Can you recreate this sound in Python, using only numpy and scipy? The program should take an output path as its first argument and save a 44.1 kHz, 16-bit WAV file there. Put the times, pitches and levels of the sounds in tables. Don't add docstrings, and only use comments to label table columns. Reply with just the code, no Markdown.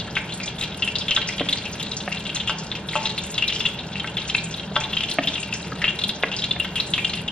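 import sys
import numpy as np
from scipy import signal
from scipy.fft import rfft, irfft, next_fast_len
from scipy.io import wavfile
from scipy.ndimage import uniform_filter1d

SR = 44100
rng = np.random.default_rng(int(sys.argv[2]) if len(sys.argv) > 2 else 0)


def persist_wave(psi):
    counts = np.round(np.clip(psi, -1, 1) * 32767).astype(np.int16)
    wavfile.write(sys.argv[1], SR, np.atleast_2d(counts).T)


N = 322371

# start_s, level_db, pitch_hz
OIL_POPS = [(0.0, -12.5, 3870), (0.074, -17.5, 1540), (0.1527, -11.5, 3120), (0.1663, -3.5, 2192),
            (0.2924, -16, 3100), (0.3218, -15.5, 3720), (0.4, -12, 2250), (0.432, -19, 2100),
            (0.4593, -22, 3380), (0.476, -12, 3250), (0.5826, -20, 3340), (0.61, -12, 3600),
            (0.623, -12.5, 2720), (0.6357, -14, 3620), (0.7183, -20.5, 3200), (0.822, -3.5, 2850),
            (0.8752, -7, 2660), (0.954, -6, 3800), (1.0084, -12.5, 3170), (1.082, -5.5, 3200),
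            (1.1085, -1.5, 2800), (1.1631, -1.5, 3200), (1.2156, -9, 3200), (1.2889, -9.5, 2170),
            (1.3226, -18.5, 3120), (1.3812, -14, 3300), (1.396, -7, 3200), (1.487, -4.5, 3440),
            (1.527, -5, 3380), (1.573, -13, 4330), (1.654, -12.5, 2640), (1.797, -14, 3230),
            (1.827, -15, 3950), (1.8621, -18.5, 3680), (1.9155, -13, 3830), (2.0027, -16, 3470),
            (2.117, -13.5, 2220), (2.1231, -11.5, 2850), (2.17, -17, 3450), (2.2524, -16, 3100),
            (2.266, -14, 3450), (2.293, -13.5, 2850), (2.359, -9.5, 3560), (2.399, -9.5, 3230),
            (2.4743, -7, 3050), (2.4953, -8, 2840), (2.715, -10.5, 3620), (2.7514, -16, 2830),
            (2.886, -13.5, 3550), (2.9106, -17, 3340), (2.932, -10, 2100), (2.954, -8, 2850),
            (3.055, -6.5, 3670), (3.093, -13.5, 3730), (3.1781, -8, 3440), (3.241, -21, 2800),
            (3.3413, -18, 3600), (3.353, -18, 3830), (3.379, -4, 2850), (3.4227, -3, 2630),
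            (3.4784, -7, 3730), (3.498, -8, 2970), (3.523, -10, 3100), (3.5579, -11, 3130),
            (3.604, -9, 3240), (3.652, -5, 2840), (3.659, -6.5, 3170), (3.789, -14, 3600),
            (3.9288, -22, 3360), (3.955, -12.5, 2560), (3.997, -11, 3070), (4.073, -14.5, 2820),
            (4.169, -7, 3130), (4.2168, -17, 3600), (4.2796, -25, 3300), (4.298, -12.5, 2980),
            (4.347, -0.5, 2340), (4.379, -11.5, 3760), (4.54, -14, 3500), (4.574, -19, 3500),
            (4.596, -16, 3460), (4.6332, -23, 2850), (4.756, -8.5, 3200), (4.7625, -7.5, 3240),
            (4.808, -14, 2360), (4.836, -12, 3420), (4.8935, -21, 3760), (4.93, -9.5, 3050),
            (4.9679, -5.5, 3020), (5.006, -8, 3140), (5.033, -8, 2920), (5.0866, -15, 2980),
            (5.113, -9.5, 3760), (5.2351, -15, 3000), (5.2724, -4.5, 3220), (5.3356, -13.5, 3570),
            (5.353, -11, 3200), (5.3774, -14, 2440), (5.429, -15, 2670), (5.525, -9, 2630),
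            (5.8168, -5, 1910), (5.8409, -2, 2610), (5.8787, -5, 2800), (5.989, -12, 3630),
            (6.0146, -12.5, 3700), (6.0367, -5, 3540), (6.0914, -7.5, 3440), (6.2252, -13, 3220),
            (6.2826, -22.5, 3400), (6.3156, -11, 2800), (6.337, -13, 3270), (6.3873, -13, 3830),
            (6.419, -11, 3400), (6.439, -6.5, 3400), (6.509, -4.5, 3600), (6.5986, -6.5, 2960),
            (6.6453, -14, 3100), (6.7564, -7.5, 2850), (6.779, -13.5, 2660), (6.7999, -4.5, 3870),
            (6.936, -1.5, 3230), (6.979, -4.5, 2450), (7.0458, -6, 3150), (7.095, -13, 4170),
            (7.1338, -10, 2960), (7.1724, -19, 2900), (7.2785, -9, 3080)]
# time_s, level_db
FRYING_CURVE = [(0.0, -42), (0.12, -44), (0.55, -43.5), (0.63, -34), (0.81, -43.5), (1.5, -37.5),
                (1.88, -40), (2.16, -40.5), (2.3, -40), (2.86, -43.5), (2.93, -32.5), (3.34, -43.5),
                (3.501, -39), (4.14, -44.5), (4.21, -36.5), (4.68, -44), (5.12, -38), (5.87, -41.5),
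                (6.43, -43.5), (7.2, -38.5), (7.31, -59)]
# pitch_hz, level_db, t60_s
PAN_MODES = [(603, 1, 0.18), (881, -0.5, 0.21), (1109, -0.5, 0.028), (1359, -16, 0.1), (1561, -7, 0.14),
             (2163, 9.5, 0.033), (2394, 13.5, 0.091), (2800, 7, 0.062), (2850, 1.5, 0.048),
             (3200, -22, 0.069), (3440, -3, 0.033), (3830, -7, 0.078)]
# frequency_hz, relative_db
FAN_SPECTRUM = [(15, -40), (25, -38.5), (179, 4.5), (250, -6.5), (456, -6.5), (510, -14), (571, -5),
                (651, -11.5), (895, -9), (1160, -17.5), (1540, -10), (2200, -20), (2860, -67), (4840, -120)]
# pitch_hz, level_db
FAN_HUM = [(59, -54), (80, -49), (119, -46.5), (160, -45.5), (198, -46), (446, -56)]
# delay_ms, gain, share_from_right
HOB_ECHOES = [(0, 0.73, 0.02), (.8, 0.24, 0), (1.5, 0.32, 0), (3.15, 0.5, .2), (3.7, 0.012, .6),
              (6.0, 0.25, 0.7), (9.5, 0.023, .6)]
# frequency_hz, t60_s
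KITCHEN_DECAY = [(300, 0.67), (2000, 0.42), (5000, 0.42), (12000, 0.018)]
# start_s, level_db, pitch_hz
BIG_BUBBLES = [(.168, -1.5, 1510), (1.174, -2, 1400), (2.4955, -4.5, 1165), (2.955, -2, 954),
               (4.044, -8, 1480), (4.7639, 1.5, 1160), (6.647, -11, 1510)]
# start_s, level_db, centre_hz
HISS_PUFFS = [(0.338, -33.5, 8400), (0.374, -35, 10300), (0.458, -36, 6560), (0.846, -34, 8950),
              (0.985, -32.5, 4900), (1.148, -34, 6000), (1.493, -30.5, 10600), (1.567, -47, 5400),
              (1.798, -37.5, 11100), (1.967, -31.5, 5900), (2.347, -29.5, 6500), (2.585, -36.5, 5740),
              (3.029, -38, 5140), (3.236, -36, 7100), (3.313, -30, 11300), (3.55, -35.5, 5500),
              (3.5953, -35.5, 5300), (4.278, -37, 5700), (4.509, -39, 6000), (4.802, -36, 6200),
              (5.1, -33.5, 9000), (5.538, -32, 5900), (6.08, -27.5, 11200), (6.364, -32, 5200),
              (6.392, -38, 5030), (6.757, -32.5, 9800), (6.903, -35.5, 8850), (7.153, -36.5, 9100)]
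# start_s, level_db, hardness_hz, thud_relative_db, pitch_ratio
SPOON_KNOCKS = [(1.408, -29, 900, 12.5, 0.91), (1.4135, -27.5, 2200, -14, 0.93),
                (2.078, -23.5, 2000, -26, 1.04), (4.715, -40, 1000, -9, 0.96),
                (5.186, -14.5, 2500, 0, 1.037), (5.721, -31, 1800, 1, 0.74), (6.2354, -11, 2800, -14, 0.96),
                (6.563, -29.5, 2500, -23, 1)]
# pitch_hz, level_db, t60_s
BOWL_MODES = [(572, -9.5, 0.021), (708, 3, 0.022), (1180, -8.5, 0.016), (1750, -2.5, 0.02),
              (2080, -8.5, 0.03), (2170, -2, 0.02), (2540, -5.5, 0.012)]
# frequency_hz, phase_rad
LEFT_LEAD = [(1000, 0), (2240, .2), (2930, .6), (3530, .6), (4130, 1.6), (5250, 1.8), (6290, 2.2),
             (8010, 2.7), (15200, 2.75)]
# frequency_hz, level_db
LEFT_BOOST = [(300, 1), (1500, 2.5), (3300, 3.5), (5500, 2), (9000, 0)]
# frequency_hz, correlation
PORT_LIKENESS = [(60, .995), (200, .997), (450, .94), (1600, .8), (3300, .4), (5500, -.2), (9000, -.85)]
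# frequency_hz, gain_db
MIC_EQ = [(1000, -1), (2200, -5.5), (3000, 5), (4200, 1), (5500, -4.5), (8000, -3.5), (11500, -18),
          (13500, -14.5), (15500, -40)]


def gain_of(db):
    return 10 ** (np.asarray(db) / 20)


def unit_rms(x):
    return x / np.sqrt(np.mean(x ** 2) + 1e-20)


def curve_at(points, hz):
    f, value = np.transpose(points)
    return np.interp(np.log(hz + 1), np.log(f + 1), value)


def add(mix, start_s, sound):
    part = mix[round(start_s * SR):][:len(sound)]
    part += sound[:len(part)]


def wander(samples, shape=N):
    return unit_rms(uniform_filter1d(uniform_filter1d(rng.standard_normal(shape), samples), samples))


def sparks(per_s, spread_db):
    return gain_of(spread_db * np.minimum(rng.exponential(1, N), 4)) * (rng.random(N) < per_s / SR)


def ring(x, modes, length_s=1 / 3):
    t = np.arange(0, length_s, 1 / SR)
    body = sum(gain_of(db - 60 * t / t60) * np.sin(2 * np.pi * hz * t) for hz, db, t60 in modes)
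    return signal.oaconvolve(x, body)[:N]


def diffuse(spectra, hz):
    likeness = np.clip(curve_at(PORT_LIKENESS, hz), -1, 1)[:, None]
    return np.array([spectra[0], likeness * spectra[0] + np.sqrt(1 - likeness ** 2) * spectra[1]])


def bubble(hz, cycles, rise):
    t = np.arange(int(5 * cycles / hz * SR)) / SR
    age = t * hz / cycles
    envelope = (1 - np.exp(-12 * age)) * np.exp(-1.3 * age)
    return envelope * np.sin(2 * np.pi * hz * t * (1 + rise * age))


def pops():
    out = np.zeros(N)
    sputter_s, scatter_octaves = .014, .34
    for (start_s, db, hz), (late, tone, soft, length) in zip(OIL_POPS, rng.random((len(OIL_POPS), 4, 12))):
        pop = np.zeros(2048)
        head = bubble(hz, cycles=2.6 + 1.9 * length[0], rise=0.0043)
        tick = bubble(hz * 0.73, cycles=2.1, rise=0.017)
        add(pop, .0006, gain_of(-10 - 1.7 * soft[0]) * head)
        add(pop, .0006, gain_of(-13 - 13 * soft[1]) * tick)
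        for k in range(len(late)):
            pitch_hz = hz * 2 ** (scatter_octaves * (tone[k] - .5))
            small = bubble(pitch_hz, cycles=3 + 7 * length[k] ** 2, rise=.06 * length[-k])
            delay_s = 0.000993 + sputter_s * (.5 + soft[2]) * late[k] ** 1.4
            add(pop, delay_s, gain_of(-9.5 - 10 * soft[k] - 6.8 * late[k]) * small)
        add(out, start_s, gain_of(db + 12) * pop / np.linalg.norm(pop))
    return out


def pop_flare(tail_s):
    kicks = np.zeros(N)
    for start_s, db, _ in OIL_POPS:
        add(kicks, start_s, gain_of([db]) ** 2)
    return np.sqrt(signal.lfilter([1], [1, -np.exp(-1 / (tail_s * SR))], kicks))


def frying_db():
    return np.interp(np.arange(N) / SR, *np.transpose(FRYING_CURVE))


def fizz():
    clumps = gain_of(3.5 * wander(500))
    bursts = sparks(per_s=1200 * clumps, spread_db=4.5)
    voice = rng.integers(0, 20, N)
    bed = sum(signal.oaconvolve(bursts * (voice == k), bubble(hz, cycles=3.38, rise=0.208))[:N]
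              for k, hz in enumerate(np.geomspace(1800, 6500, num=20)))
    level = gain_of(frying_db()) + gain_of(-24) * pop_flare(tail_s=0.0062)
    return unit_rms(bed) * level


def pan(x):
    return x + gain_of(-51) * ring(x, PAN_MODES)


def steam():
    level = gain_of(frying_db() * 0.61 - 13.5) + gain_of(-20.5) * pop_flare(tail_s=0.0022)
    snap_envelope = signal.lfilter([1], [1, -.97], sparks(per_s=600, spread_db=4))
    crackle = gain_of(-3) * unit_rms(snap_envelope * rng.standard_normal(N))
    hiss, edges_hz = np.zeros(N), (4800, 6500, 9000, 12000, 16000)
    for band in zip(edges_hz, edges_hz[1:]):
        flicker = gain_of(10 * wander(800))
        bandpass = signal.butter(2, band, "band", fs=SR, output="sos")
        hiss += flicker * signal.sosfilt(bandpass, rng.standard_normal(N) + crackle)
    return unit_rms(hiss) * level


def fan():
    frames, hz = N // 512 + 5, np.fft.rfftfreq(2048, 1 / SR)
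    real, imag = rng.standard_normal((2, 2, frames, len(hz))).transpose(0, 1, 3, 2)
    spectra = diffuse(real + 1j * imag, hz) * gain_of(curve_at(FAN_SPECTRUM, hz))[:, None]
    rumble = signal.istft(spectra, nperseg=2048, noverlap=1536)[1][:, :N]
    out = gain_of(-34.5) * unit_rms(rumble)
    t = np.arange(N) / SR
    for pitch_hz, db in FAN_HUM:
        swell, drift = wander(1500, shape=(2, N))
        turns = pitch_hz * t + np.cumsum(3.905 * drift) / SR
        out += gain_of(db + 4 + 3.37 * swell) * np.sin(2 * np.pi * turns)
    return out


def from_left(x):
    size = next_fast_len(N + 4096)
    hz = np.fft.rfftfreq(size, 1 / SR)
    half_step = gain_of(curve_at(LEFT_BOOST, hz) / 2) * np.exp(.5j * curve_at(LEFT_LEAD, hz))
    return irfft(rfft(x, size) * np.array([half_step, 1 / half_step]), size)[:, :N]


def hob(x):
    taps = np.zeros((2, 512))
    for delay_ms, gain, right in HOB_ECHOES:
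        taps[:, round(delay_ms * SR / 1000)] += gain * np.array([1 - right, right])
    near, far = (from_left(signal.oaconvolve(x, side)[:N]) for side in taps)
    return near + far[::-1]


def kitchen(x):
    hz, t, noise = signal.stft(rng.standard_normal((2, SR // 2)), SR, nperseg=256)
    bloom = 1 - np.exp(-t / 0.008)
    decay = gain_of(-60 * t / curve_at(KITCHEN_DECAY, hz)[:, None])
    tail = signal.istft(diffuse(noise, hz) * bloom * decay, SR, nperseg=256)[1]
    return signal.fftconvolve(x[None], tail / np.linalg.norm(tail[0]), axes=1)[:, :N]


def thumps():
    out, falloff_db_per_octave = np.zeros(N), 10
    for start_s, db, hz in BIG_BUBBLES:
        push = np.gradient(bubble(hz, cycles=0.99, rise=0.077)) * SR / (2 * np.pi * hz)
        soften = np.hanning(int(SR / hz / 3) + 2)
        push = gain_of(db) * np.convolve(push, soften / soften.sum())
        modes = [(f, level - falloff_db_per_octave * abs(np.log2(f / hz)), t60)
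                 for f, level, t60 in PAN_MODES[:6]]
        add(out, start_s, push)
        add(out, start_s, gain_of(-30.5) * ring(push, modes))
    return out


def hiss_puffs():
    out, t = np.zeros(N), np.arange(2048) / SR
    hz = np.fft.rfftfreq(len(t), 1 / SR)
    low_cut = np.minimum(hz / 4500, 1) ** 3
    envelope = (1 - np.exp(-t / 0.00022)) * (np.exp(-t / 0.018) + 2.27 * np.exp(-t / 0.013))
    for (start_s, db, centre_hz), noise in zip(HISS_PUFFS, rng.standard_normal((len(HISS_PUFFS), len(t)))):
        colour = low_cut / (1 + (np.log2((hz + 1) / centre_hz) / 0.29) ** 2)
        add(out, start_s, gain_of(db) * unit_rms(irfft(rfft(noise) * colour)) * envelope)
    return out


def knocks():
    out, chances = np.zeros(N), rng.random((len(SPOON_KNOCKS), 2, 5))
    for (start_s, db, hardness_hz, thud_db, ratio), bounces in zip(SPOON_KNOCKS, chances):
        blow = np.diff(np.hanning(int(SR / hardness_hz) + 3))
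        blow *= gain_of(db + 5) / blow.max()
        chatter = np.zeros(1024)
        add(chatter, 0, blow)
        for late, soft in bounces.T:
            add(chatter, 0.00069 + 0.00617 * late, gain_of(-18 * soft - 4.3 * late) * blow)
        modes = [(hz * ratio, level, t60) for hz, level, t60 in BOWL_MODES]
        thud = bubble(hz=289.5, cycles=4.3, rise=-0.016)
        add(out, start_s, .6 * chatter)
        add(out, start_s, gain_of(-18) * ring(chatter, modes, length_s=1 / 20))
        add(out, start_s + 0.0022, gain_of(db + thud_db) * thud)
    return out


def scene():
    oil = pan(pops() + fizz()) + thumps()
    hiss = hiss_puffs() + steam()
    spoon = knocks()
    room = gain_of(-12.5) * kitchen(oil + hiss) + gain_of(-13.5) * kitchen(spoon)
    return hob(oil) + from_left(hiss) + spoon + room + fan()


def record(dry):
    hz = np.linspace(0, SR / 2, 513)
    colour = signal.firwin2(255, hz, gain_of(curve_at(MIC_EQ, hz)), fs=SR)
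    high_cut = signal.firwin(511, cutoff=15700, window=("kaiser", 9), fs=SR)
    return signal.oaconvolve(dry, np.convolve(colour, high_cut)[None], "same", axes=1)


dry = scene()
out = record(dry)
persist_wave(out)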